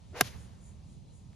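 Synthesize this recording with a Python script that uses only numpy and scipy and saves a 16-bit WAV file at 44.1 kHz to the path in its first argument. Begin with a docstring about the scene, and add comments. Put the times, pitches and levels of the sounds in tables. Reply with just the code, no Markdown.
"""Golf shot on an open range

A golf iron swishes down as shaped noise with a rising whistle, and cracks a ball off the turf: pulses,
short resonances and a burst of crunch. A sagging low tone thumps, grainy puffs of grass and soil spray,
and noise fading band by band, with soft echoes, is the open field. Wind rumbles on the microphone under
distant hiss; a cricket pulses as bursts of noise, far birds are gliding tones, and one faint tick ends it."""
import sys
import numpy as np
from scipy import signal
from scipy.fft import rfft, irfft
from scipy.io import wavfile

SR = 44100
rng = np.random.default_rng(int(sys.argv[2]) if len(sys.argv) > 2 else 0)


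def materialize(psi):
    """Save the field psi as 16-bit PCM at rate SR to the path in sys.argv[1].

    A 1-D psi becomes a single channel; in a 2-D psi each row is a channel.
    """
    bounded = np.clip(np.atleast_2d(psi).T, -1, 1)
    quanta = np.round(bounded * 32767).astype(np.int16)
    wavfile.write(sys.argv[1], SR, quanta)


N = 59535
T = np.arange(N) / SR
HZ = np.fft.rfftfreq(N, 1 / SR)
IMPACT_S = .2101
SWING_FULL_S = .17  # when the swish is full at 1 kHz

# Likeness of the two channels for sound from all around, ahead of the ports.
# Each row: frequency in Hz, likeness from 0 to 1.
SURROUND_LIKENESS = [(130, 0.48), (450, 0.19), (1100, 0.082), (1900, 0.94), (5500, 0.36), (7500, 1),
                     (16000, 0.97)]
# Colour of the crack coming back off the open ground. Each row: frequency in Hz, relative level in dB per Hz.
FIELD_COLOUR = [(120, 12.5), (250, 5.5), (500, 1), (1200, -3.5), (2500, -5), (6500, -5.5), (8500, -8.5),
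                (11500, -11.5), (14000, -18.5), (16000, -26)]


def amp(db):
    """Decibels to gain."""
    return 10 ** (np.asarray(db) / 20)


def unit(x):
    """Scales to rms 1."""
    return x / np.sqrt(np.mean(x ** 2) + 1e-20)


def read(points, hz):
    """Joins points by straight lines over log frequency."""
    f, value = np.transpose(points)
    return np.interp(np.log(hz + 1), np.log(f + 1), value)


def noise(spectrum, likeness):
    """Two channels of coloured noise, rms 1, as alike as the likeness table says."""
    shared, apart = rfft(rng.standard_normal((2, N)))
    c = np.clip(read(likeness, HZ), 0, 1)
    pair = np.sqrt(1 + c) * shared + np.sqrt(1 - c) * np.array([apart, -apart])
    return unit(irfft(pair * amp(read(spectrum, HZ)), N))


def drift(seconds):
    """Random wander of rms 1; more seconds make it slower."""
    return unit(irfft(rfft(rng.standard_normal(N)) * np.exp(-(HZ * seconds) ** 2), N))


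def strike(start, rise, t60):
    """Envelope of a quick rise and an exponential fall of 60 dB in t60 seconds."""
    age = np.maximum(T - start, 0)
    return (1 - np.exp(-age / rise)) * amp(-60 * age / t60)


def swell(s, db, half):
    """Envelope of a smooth rise and fall."""
    return amp(db) * np.exp(-((T - s) / half) ** 2)


def by_band(x, envelope):
    """Splits sound into overlapping bands and gives each its own envelope(centre Hz)."""
    centres = np.geomspace(125, 16000, 8)
    spectrum = rfft(x)
    total = 0
    for hz, share in zip(centres, np.eye(len(centres))):
        weight = read(list(zip(centres, share)), HZ)
        total = total + irfft(spectrum * weight, N) * envelope(hz)
    return total


def ports(x):
    """Sound reaches the two microphone ports with different phase and level."""
    # Each row: frequency in Hz, lead of left over right in radians.
    port_phase = [(100, 0), (400, -.2), (750, .3), (1600, .25), (2400, .6), (5100, .4), (6700, -1.1),
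                  (8150, -3.14), (11400, -6.28), (14300, -9), (16500, -9.8)]
    # Each row: frequency in Hz, left minus right in dB.
    port_balance = [(110, -1.5), (200, -2), (400, 2), (720, -3), (1200, 2), (1600, 0), (4400, 3),
                    (8100, .4), (15000, -.5)]
    phase, balance = read(port_phase, HZ), read(port_balance, HZ)
    left = amp(balance / 2) * np.exp(.5j * phase)
    right = amp(-balance / 2) * np.exp(-.5j * phase)
    return irfft(rfft(x) * np.array([left, right]), N)


def outdoors():
    """Gusty wind rumble, stronger on the right, under the slowly wandering hiss of distant trees."""
    # Colour of the rumble. Each row: frequency in Hz, relative level in dB per Hz.
    wind_colour = [(15, -28.5), (30, -13), (50, -3), (80, -0.5), (135, -3.5), (200, -9), (300, -24.5),
                   (600, -43), (2000, -70.5)]
    # Course of the rumble. Each row: time in seconds, level in dB before the trim and gusts.
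    wind_course = [(0.0, -60), (0.124, -51.5), (0.15, -56.5), (0.24, -50.5), (0.326, -52.5), (0.365, -47),
                   (0.44, -53.5), (.65, -54.5), (.75, -53.5), (0.935, -54.5), (0.972, -50), (1.01, -55.5),
                   (1.17, -56.5), (1.21, -54), (1.35, -56)]
    # Colour of the hiss. Each row: frequency in Hz, relative level in dB per Hz.
    air_colour = [(100, 1), (400, 0.5), (900, -3.5), (1600, -18), (2500, -14.5), (4000, -13.5), (5300, -16),
                  (7000, -15), (8500, -13.5), (9800, -23), (11500, -35.5), (16000, -40)]
    # Course of the hiss. Each row: time in seconds, level in dB before wander and balance.
    air_course = [(0, -63.5), (.3, -62.5), (.75, -64), (.92, -64.5), (1.02, -65.5), (1.1, -63.5),
                  (1.18, -65), (1.27, -64.5), (1.35, -63.5)]
    wind_trim_db, gust_db, wind_likeness = 3.5, 0.34, 0.62
    air_wander_db = 1.15
    wind_right_db, air_right_db = 4, -1.1  # right minus left

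    wind_db = wind_trim_db + np.interp(T, *np.transpose(wind_course)) + gust_db * drift(.08)
    wind = amp(wind_db) * noise(wind_colour, [(0, wind_likeness)])
    air_db = np.interp(T, *np.transpose(air_course))
    # each band of the hiss wanders by itself
    air = by_band(noise(air_colour, SURROUND_LIKENESS), lambda hz: amp(air_db + air_wander_db * drift(0.2)))
    side = np.array([[-.5], [.5]])  # left, right
    return wind * amp(side * wind_right_db) + ports(air) * amp(side * air_right_db)


def swing(hz):
    """Level of the air noise: swells with club speed, treble last, and stops at the ball."""
    rise_s, stop_s = .026, 0.0095
    lag_s = .006  # each octave above 1 kHz swells this much later
    early = np.maximum(SWING_FULL_S + lag_s * np.log2(hz / 1000) - T, 0)
    return np.exp(-(early / rise_s) ** 2 - np.maximum(T - IMPACT_S, 0) / stop_s)


def swish():
    """Turbulence round the head and a rising vortex tone from the shaft."""
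    # Colour of the turbulence. Each row: frequency in Hz, relative level in dB per Hz.
    swish_colour = [(100, -22), (280, -8), (450, 0.5), (900, -2), (1600, -4.5), (2500, -5), (3500, -9.5),
                    (6000, -11.5), (7400, -16), (9500, -17.5), (11500, -21.5), (14000, -26.5), (16000, -28)]
    # Likeness of the channels for sound from the tee. Each row: frequency in Hz, likeness from 0 to 1.
    tee_likeness = [(200, .8), (900, .9), (2000, .9), (5500, 0), (7500, 0.94), (16000, 0.98)]
    swish_db, whistle_db = -43, -45.5
    whistle_hz, rise_hz_per_s = 483.8, 3200  # pitch at full swing and its climb
    waver_hz = 35  # rms

    turbulence = by_band(noise(swish_colour, tee_likeness), swing)
    pitch = whistle_hz + rise_hz_per_s * np.clip(T - SWING_FULL_S, -.1, .1)
    tone = np.sin(2 * np.pi * np.cumsum(pitch + waver_hz * drift(0.0036)) / SR)
    return amp(swish_db) * turbulence + amp(whistle_db) * tone * swing(whistle_hz)


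def contact(start, db, hz, octaves):
    """One short pressure pulse: a band round its centre, with energy packed early by minimum phase."""
    f = abs(np.fft.fftfreq(2048, 1 / SR)) + 1
    log_gain = np.maximum(2 * (1 - np.hypot(1, np.log2(f / hz) / octaves)), -10)
    pulse = np.fft.ifft(np.exp(np.conj(signal.hilbert(log_gain)))).real
    spectrum = rfft(pulse / np.linalg.norm(pulse), N)
    delay = np.exp(-2j * np.pi * HZ * start)
    return amp(db) * irfft(spectrum * delay, N)


def mode(hz, db, t60):
    """One resonance that swells while the club bites and then dies in hundredths of a second."""
    peak_s, rise_s = .21175, 0.0017
    centre_hz, lag_s = 1610, .00057  # each octave below the centre peaks this much later
    age = T - peak_s - lag_s * np.log2(centre_hz / hz)
    envelope = np.exp(np.minimum(age, 0) / rise_s) * amp(db - 60 * np.maximum(age, 0) / t60)
    return envelope * np.cos(2 * np.pi * hz * age)


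def crack():
    """Contact pulses, the brief ring of head, ball and ground, and the crunch of cut turf."""
    # The club meets grass, ball and ground.
    # Each row: start in seconds, level in dB, centre in Hz, width in octaves.
    club_contacts = [(.20723, -10, 896, 0.41), (.20869, -14.5, 2570, 1.4), (.21006, 2, 10600, 0.48),
                     (.21065, -7.5, 7100, 0.86), (.21073, -6, 2160, 0.31), (.21225, -1.5, 5430, 0.69),
                     (.21292, -15, 3440, .37)]
    # Ring of club head, ball and ground. Each row: frequency in Hz, level in dB, fall by 60 dB in seconds.
    ring_modes = [(265, -32.5, .046), (302, -31, .026), (395, -25, 0.033), (472, -32.8, .042),
                  (735, -16.5, 0.016), (1051, -32.2, .04), (1237, -19, .014), (1411, -27.5, .027),
                  (1594, -16, 0.014), (1852, -27, 0.0067), (2118, -26, 0.024), (2790, -26, .018),
                  (3053, -39, 0.046), (3590, -23, .007), (5400, -32.5, 0.026), (6130, -34.4, 0.016),
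                  (6480, -32, .024), (6840, -27, 0.016)]
    # Colour of the crunch. Each row: frequency in Hz, relative level in dB per Hz.
    crunch_colour = [(150, -6), (300, -1), (520, -2), (900, -6.5), (1400, -0.5), (3000, -5), (6500, -7),
                     (8200, -10), (11500, -9.5), (16000, -17.5)]
    pulses = sum(contact(*row) for row in club_contacts)
    ring = sum(mode(*row) for row in ring_modes)
    crunch = noise(crunch_colour, SURROUND_LIKENESS) * strike(IMPACT_S, rise=.0008, t60=0.027)
    return pulses + ring + amp(-18.5) * crunch


def echo(s, db, half, hz, octaves):
    """A smeared return of the crack: one band of noise that swells and fades."""
    band = np.exp(-(np.log2((HZ + 1) / hz) / octaves) ** 2)
    return unit(irfft(rfft(noise(FIELD_COLOUR, SURROUND_LIKENESS)) * band, N)) * swell(s, db, half)


def field():
    """The crack scatters back from the open ground, middle bands lasting longest, with soft echoes."""
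    # Dying away over the field. Each row: frequency in Hz, fall by 60 dB in seconds.
    field_decay = [(200, 0.71), (700, 1.6), (2500, 1.06), (6500, .8), (12000, 0.65)]
    # Returns from the edges of the range.
    # Each row: time in seconds, level in dB, half length in seconds, centre in Hz, width in octaves.
    edge_echoes = [(0.336, -60, 0.015, 2110, 0.43), (0.356, -63, 0.014, 990, 0.78)]
    tail = by_band(noise(FIELD_COLOUR, SURROUND_LIKENESS),
                   lambda hz: strike(IMPACT_S, rise=0.0088, t60=read(field_decay, hz)))
    return amp(-47) * tail + sum(echo(*row) for row in edge_echoes)


def thump():
    """The sole digs in and the ground answers with a low, damped swing that sags in pitch."""
    start_s, level_db = .2156, -29
    start_hz, end_hz, sag_s = 258, 122, 0.0051  # the pitch drops as the turf gives way
    age = np.maximum(T - start_s, 0)
    turns = end_hz * age + (start_hz - end_hz) * sag_s * (1 - np.exp(-age / sag_s))
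    return amp(level_db) * strike(start_s, rise=.0039, t60=0.13) * np.sin(2 * np.pi * turns)


def spray():
    """Grainy puffs of grass and soil fly off the divot: noise with a fast random flutter of level."""
    # Colour of the puffs. Each row: frequency in Hz, relative level in dB per Hz.
    spray_colour = [(150, -9), (500, -3), (1500, -0.5), (3500, 2), (6500, -1), (8500, -8), (11500, -11),
                    (14000, -15), (16000, -24)]
    # Each row: time in seconds, level in dB, half length in seconds.
    puffs = [(0.24, -52, .012), (0.26, -50, .015), (0.275, -50.5, .014), (0.301, -58.5, .025)]
    grains = unit(amp(2.5 * drift(.0008)))  # 2.5 dB rms
    return noise(spray_colour, SURROUND_LIKENESS) * grains * sum(swell(*row) for row in puffs)


def cricket():
    """Soft, evenly spaced pulses of high rasp from noise."""
    # Colour of the rasp. Each row: frequency in Hz, relative level in dB per Hz.
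    rasp_colour = [(5500, -41), (6400, -1.5), (7000, 5), (8200, 0), (9500, 2.5), (10600, -11.5),
                   (12000, -27), (15000, -39)]
    # Each row: time in seconds, level in dB, half length in seconds.
    pulses = [(0.417, -63, 0.055), (0.668, -63, 0.053), (0.917, -69.5, 0.059), (1.168, -67, 0.052)]
    return noise(rasp_colour, SURROUND_LIKENESS) * sum(swell(*row) for row in pulses)


def birds():
    """Thin, wavering upward glides from far away."""
    # Each row: time in seconds, level in dB, half length in seconds, pitch in Hz, glide in Hz per second.
    wisps = [(.98, -78, 0.013, 2940, 13970), (1.096, -74, 0.034, 4044, 803)]
    waver = 90 * drift(.002)  # Hz rms
    song = 0
    for s, db, half, hz, glide in wisps:
        pitch = hz + glide * (T - s) + waver
        song = song + swell(s, db, half) * np.sin(2 * np.pi * np.cumsum(pitch) / SR)
    return song


def tick():
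    """One faint tick, a pulse shaped like those of the club contacts."""
    return contact(start=1.332, db=-44, hz=2020, octaves=1.1)


def scene():
    """The shot, its field, cricket, birds and tick through the ports, over the wind and hiss."""
    shot = swish() + crack() + field() + thump() + spray()
    return outdoors() + ports(shot + cricket() + birds() + tick())


def record(dry):
    """The recorder's band limit, a linear-phase low-pass at 16.7 kHz."""
    lowpass = signal.firwin(511, 16700, window=("kaiser", 9), fs=SR)
    return signal.oaconvolve(dry, lowpass[None], "same")


dry = scene()
out = record(dry)
materialize(out)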